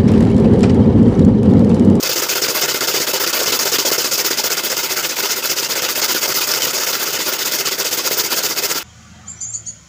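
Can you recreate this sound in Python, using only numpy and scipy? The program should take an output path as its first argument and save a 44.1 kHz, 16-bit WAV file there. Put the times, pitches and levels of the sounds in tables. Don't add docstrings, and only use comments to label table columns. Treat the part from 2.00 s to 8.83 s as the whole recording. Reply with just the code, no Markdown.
import sys
import numpy as np
from scipy import signal
from scipy.fft import rfft, irfft, next_fast_len
from scipy.io import wavfile
from scipy.ndimage import uniform_filter1d

SR = 44100
rng = np.random.default_rng(int(sys.argv[2]) if len(sys.argv) > 2 else 0)


def inscribe(sig):
    pcm = np.round(np.clip(np.atleast_2d(sig).T, -1, 1) * 32767)
    wavfile.write(sys.argv[1], SR, pcm.astype(np.int16))


N = 301203
TIME = np.arange(N) / SR
TOP_HZ = 15520


def undb(db):
    return 10 ** (np.asarray(db) / 20)


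def unit(x):
    return x / np.sqrt(np.mean(x ** 2))


def add(out, s, x):
    i = max(0, int(s * SR))
    out[i:i + len(x)] += x[:max(0, N - i)]


def curves(table, at):
    s, *columns = np.transpose(table)
    return np.array([np.interp(at, s, column) for column in columns])


def flutter(rate, depth_db):
    levels = rng.standard_normal(N // 16)
    wander = np.interp(TIME * rate, np.arange(len(levels)), levels)
    return unit(undb(depth_db * wander))


def clicks(rate, spread_db):
    happens = rng.random(N) < rate / SR
    size = undb(spread_db * np.clip(rng.standard_normal(N), -2, 2))
    return unit(happens * size * rng.choice([-1, 1], N))


# centre in Hz, width in Hz at half the lift, lift in dB.
STEEL_RINGS = [(900, 158, 6.5), (1408, 330, 8.5), (2095, 93, 7), (2590, 120, 6), (2990, 130, 3.5),
               (3563, 100, 3.5), (12800, 460, 3)]


def colour(x, points, rings, size=4096):
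    hz = np.maximum(np.fft.rfftfreq(size, 1 / SR), 1)
    at, db = np.transpose(points)
    db = np.interp(np.log(hz), np.log(at), db)
    for centre, width, lift in rings:
        db = db + lift / (1 + (2 * (hz - centre) / width) ** 2)
    cepstrum = irfft(np.log(undb(db)))
    cepstrum[1:size // 2] *= 2
    cepstrum[size // 2 + 1:] = 0
    response = np.exp(rfft(cepstrum))
    power = np.mean(np.abs(response) ** 2 * (hz < TOP_HZ))
    return signal.fftconvolve(x, irfft(response) / np.sqrt(power))[:N]


def ring(x, modes):
    t = TIME[:SR // 10]
    response = 0
    for hz, width, db in modes:
        decay = np.exp(-np.pi * width * t)
        response = response + undb(db) * width * decay * np.cos(2 * np.pi * hz * t)
    return signal.fftconvolve(x, response / np.sqrt(np.sum(response ** 2)))[:N]


def dapple(x, rate, depth_db, count=9):
    length = next_fast_len(N)
    spectrum = rfft(x, length)
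    hz = np.maximum(np.fft.rfftfreq(length, 1 / SR), 1)
    place = np.clip(2 * np.log2(hz / 700), 0, count - 1)
    out = np.zeros(N)
    for k in range(count):
        share = np.maximum(0, 1 - np.abs(place - k))
        band = irfft(spectrum * share, length)[:N]
        out += band * flutter(rate, depth_db)
    return out


# frequency in Hz, relative level in dB per Hz.
DRIVE_SPECTRUM = [(22, -6), (58, -21), (90, -9.5), (145, -0.5), (200, -4.5), (400, 2), (750, -5.5),
                  (1400, -11), (3000, -26), (8000, -16.5)]
# frequency in Hz, rms level in dB.
WHINE_TONES = [(7806, -50.5), (7935, -50)]


def drive(load, steady_db=-38, loaded_db=-45):
    effort = undb(steady_db) + undb(loaded_db) * unit(load)
    noise = rng.standard_normal(N) * effort * flutter(rate=43, depth_db=1.0)
    rumble = colour(noise, DRIVE_SPECTRUM, STEEL_RINGS)
    whine = np.zeros(N)
    for hz, db in WHINE_TONES:
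        tone = unit(np.sin(2 * np.pi * hz * TIME))
        whine += undb(db) * tone * flutter(rate=12, depth_db=2.5)
    return rumble + whine


# frequency in Hz, relative level in dB per Hz.
HISS_SPECTRUM = [(600, -30), (2500, -17), (4200, -8), (4600, -1), (5100, 0), (5900, -3.3), (6750, -1.3),
                 (7700, -9.5), (9500, -15.7), (11600, -14.2), (13500, -9.2), (15350, -3.7)]


def falling_chaff(db=-31):
    impacts = clicks(rate=7000, spread_db=10.0) * flutter(rate=18, depth_db=3.0)
    return undb(db) * colour(impacts, HISS_SPECTRUM, STEEL_RINGS)


# frequency in Hz, relative level in dB per Hz.
CRUNCH_SPECTRUM = [(250, -27), (700, -8.5), (1000, -1), (1500, 2), (2300, 2.5), (3200, 4), (4200, 0),
                   (6500, -7.5), (10000, -14)]


def gears(db=-32):
    rattle = colour(clicks(rate=1200, spread_db=-0.5), CRUNCH_SPECTRUM, STEEL_RINGS)
    return undb(db) * dapple(rattle, rate=45, depth_db=3.5)


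# time in seconds, turns per minute.
WHEEL_SPEED = [(0.0, 229.7), (1.2, 231.3), (2.0, 229.0), (2.6, 229.1), (3.2, 225.9), (3.8, 229.7),
               (4.3, 230.6), (4.8, 229.5), (6.0, 228.9), (6.5, 233.2), (6.83, 230.1)]
FIRST_CUT_S = 0.017


def turns():
    done = np.cumsum(curves(WHEEL_SPEED, TIME)[0]) / 60 / SR
    return done - np.interp(FIRST_CUT_S, TIME, done)


def scatter(x, t60, wet_db, count=4):
    t = TIME[:SR // 10]
    wet = 0
    for k in range(count):
        tail = rng.standard_normal(len(t)) * np.exp(-np.log(1000) * t / t60)
        facing = np.cos(np.pi * (2 * turns() + k / count))
        wet = wet + facing * signal.fftconvolve(x, tail / np.sqrt(np.sum(tail ** 2)))[:N]
    return x + undb(wet_db) * wet


# place of the bite, place of leaving, cutting level in dB at the bite, in mid-bundle and on
# leaving (before packing and scatter), knock in dB (before packing, scatter and the knock trim).
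KNIFE_SETTINGS = [(0.2, 0.89, -18.5, -16, -21, -32.5), (0.19, 0.87, -16.5, -17, -24, -27),
                  (0.2, 0.87, -18.5, -16, -21, -27), (0.1714, 0.86, -17, -18.5, -27, -26)]
# time in seconds, near side in dB, middle in dB, far side in dB.
BUNDLE_PACKING = [(0.0, 2.5, -2.5, 5), (0.5, 0.3, -0.2, 1.0), (0.85, 1.5, -1.2, -2.3), (1.4, 2.5, 1.1, 6.5),
                  (1.85, 5, 3, 2.5), (2.2, 0.7, 2, -3), (2.7, 0.5, -0.4, -5.5), (3.25, -3.1, -0.9, -2.5),
                  (3.75, -1.3, 0, 0.5), (4.05, 0.2, 2, 2), (4.6, 0, -1.6, 6.5), (5.1, -1.5, -1.3, 1.3),
                  (5.55, -1.7, -0.2, -2.7), (5.9, -0.6, 0.5, -4.5), (6.2, -0.8, 3, -0.5),
                  (6.8, -3, 3, -16.5)]
SCATTER_S, SCATTER_DB = 0.0014, 0.85


def cuts():
    passes = len(KNIFE_SETTINGS) * turns()
    rows = []
    for k, chance in enumerate(rng.standard_normal((int(passes[-1]), 5))):
        bite, leave, *levels_db, knock_db = KNIFE_SETTINGS[k % len(KNIFE_SETTINGS)]
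        nominal_s = np.searchsorted(passes, [k + bite, k + leave]) / SR
        bite_s, leave_s = nominal_s + SCATTER_S * chance[:2]
        packing_db = curves(BUNDLE_PACKING, (bite_s + leave_s) / 2)
        levels_db = levels_db + packing_db + SCATTER_DB * chance[2:]
        rows.append((bite_s, leave_s, levels_db, packing_db[0], knock_db))
    return rows


ATTACK_S, RELEASE_S = 0.0086, 0.013
FIRM_DB = 5


def strokes(cutting):
    load = np.zeros(N)
    for bite_s, leave_s, levels_db, packing_db, _ in cutting:
        start = bite_s - ATTACK_S * .5 ** (packing_db / FIRM_DB)
        moments = [start, bite_s, (bite_s + leave_s) / 2, leave_s, leave_s + RELEASE_S]
        stroke = np.interp(start + TIME[:SR // 10], moments, [0, *undb(levels_db), 0])
        add(load, start, stroke)
    return load


KNOCK_HZ, KNOCK_SPREAD_HZ, KNOCK_SCATTER_DB = 432, 32, 3


def knocks(cutting, firmness=1.7):
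    chance = rng.standard_normal((len(cutting), 2))
    blows = []
    for (s, _, _, packing_db, knock_db), (a, b) in zip(cutting, chance):
        level_db = knock_db + firmness * packing_db + KNOCK_SCATTER_DB * a
        blows.append((s, level_db, KNOCK_HZ + KNOCK_SPREAD_HZ * b))
    return blows


# frequency in Hz, width in Hz, relative peak level in dB.
MOUTH_MODES = [(149.6, 14, -12.5), (184, 9.9, -18.5), (264, 12, -5.5), (343.3, 10.4, 1), (397, 44, 6.5),
               (470, 53, 3.5), (515, 35, 3), (603.6, 8.8, 7), (674, 3.3, 5.5)]
# start in seconds, level in dB before the thump trim, main pitch in Hz.
SINGLE_THUMPS = [(0.42, -16, 380), (0.745, -17, 440), (0.832, -17, 530), (0.944, -13, 415),
                 (1.003, -23, 385), (1.368, -22, 538), (1.415, -13, 519), (1.657, -12, 466),
                 (1.786, -17, 447), (1.85, -14, 522), (1.916, -21, 396), (1.981, -14, 390),
                 (3.978, -15, 412), (6.111, -15, 398)]


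def feed_mouth(force, bites, contact_s=0.0003, focus_hz=240, thump_db=-6.5, knock_db=-2, jolt_db=0, pull=.4):
    push = np.exp(-TIME[:SR // 100] / contact_s)
    ringing = ring(clicks(rate=1100, spread_db=2) * force, MOUTH_MODES)
    jolts = unit(signal.fftconvolve(ringing, push)[:N])
    out = undb(jolt_db) * np.sqrt(np.mean(force ** 2)) * jolts
    for blows, gain_db in ((SINGLE_THUMPS, thump_db), (bites, knock_db)):
        for s, level_db, pitch in blows:
            shift = (pitch / KNOCK_HZ) ** pull
            modes = []
            for hz, width, db in MOUTH_MODES:
                loss_db = 10 * np.log10(1 + (2 * (hz - pitch) / focus_hz) ** 2)
                modes.append((hz * shift, width, db - loss_db))
            blow = ring(push, modes)
            add(out, s, undb(level_db + gain_db) * blow / np.std(blow[:SR // 150]))
    return out


POPS_PER_S, POP_DB, POP_SPREAD_DB = 110, 0, 1.5
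POP_LOW_HZ, POP_HIGH_HZ, POP_T60_S = 852, 5186, 0.052


def hollow_stems(force):
    out, t = np.zeros(N), TIME[:SR // 15]
    moments = np.flatnonzero(rng.random(N) < POPS_PER_S / SR)
    for i, (bore, size) in zip(moments, rng.random((len(moments), 2))):
        hz = POP_LOW_HZ * (POP_HIGH_HZ / POP_LOW_HZ) ** bore
        tone = np.sin(2 * np.pi * hz * t) * np.exp(-np.log(1000) * t / POP_T60_S)
        gain = undb(POP_DB + POP_SPREAD_DB * (2 * size - 1))
        add(out, i / SR, force[i] * gain * tone)
    return out


# start in seconds, level in dB before the trim and the breaking limit.
THICK_SNAPS = [(1.2753, -1), (1.5255, -9), (1.7845, 2), (2.2628, -1), (3.4565, 2), (4.0444, 0), (4.364, -3),
               (4.6207, -2), (6.1974, 7), (6.435, -5)]
SNAPS_PER_S, SNAP_DB = 4, 7.5


def snaps(load, db=-2, decay_s=0.0021, breaking_db=-7.5):
    burst = np.zeros(N)
    dying = np.exp(-TIME[:SR // 20] / decay_s)
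    for s, snap_db in THICK_SNAPS:
        add(burst, s, undb(snap_db + db) * dying)
    for i in np.flatnonzero(rng.random(N) < SNAPS_PER_S / SR):
        add(burst, i / SR, undb(SNAP_DB) * load[i] * dying)
    return np.minimum(burst, undb(breaking_db))


def leaves(force, db=-1.0):
    fractures = clicks(rate=20000, spread_db=0.0) * flutter(rate=370, depth_db=1.5)
    return undb(db) * colour(fractures * force, HISS_SPECTRUM, STEEL_RINGS)


def stalks(force, db=-1.0):
    fractures = clicks(rate=7000, spread_db=2.5) * flutter(rate=200, depth_db=2.5)
    return undb(db) * colour(fractures * force, CRUNCH_SPECTRUM, STEEL_RINGS)


# time in seconds, crunch in dB and jolts of the frame in dB, both relative to the cutting level.
FODDER_FEED = [(0.0, -7.5, -10.5), (0.85, -5, -8), (1.5, -7.5, -11.5), (2.4, -6, -12.5), (3.5, -5.5, -10),
               (4.4, -6.5, -12.7), (5.2, -6.7, -11.9), (6.8, -8, -11.3)]


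def scene():
    crunch, jolts = undb(curves(FODDER_FEED, TIME))
    passes = cuts()
    load = strokes(passes)
    force = load * flutter(rate=370, depth_db=1.0)
    tearing = np.hypot(force, snaps(load))
    torn = stalks(tearing * crunch) + leaves(tearing)
    fodder = dapple(torn, rate=60, depth_db=2.5) + hollow_stems(tearing * crunch)
    cutting = fodder + feed_mouth(force * jolts, knocks(passes))
    reflected = scatter(cutting, t60=0.053, wet_db=-17.0)
    return (reflected + gears() + falling_chaff() + drive(load))[None]


def record(dry, bass_hz=75, ceiling_db=-10):
    loudness = np.sqrt(np.abs(uniform_filter1d(dry ** 2, SR // 400)))
    gain = (1 + (loudness / undb(ceiling_db)) ** 4) ** -.25
    held = dry * uniform_filter1d(gain, SR // 400)
    thin = signal.sosfilt(signal.butter(2, bass_hz, "high", fs=SR, output="sos"), held)
    return signal.sosfilt(signal.ellip(14, .2, 80, TOP_HZ, fs=SR, output="sos"), thin)


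dry = scene()
out = record(dry)
inscribe(out)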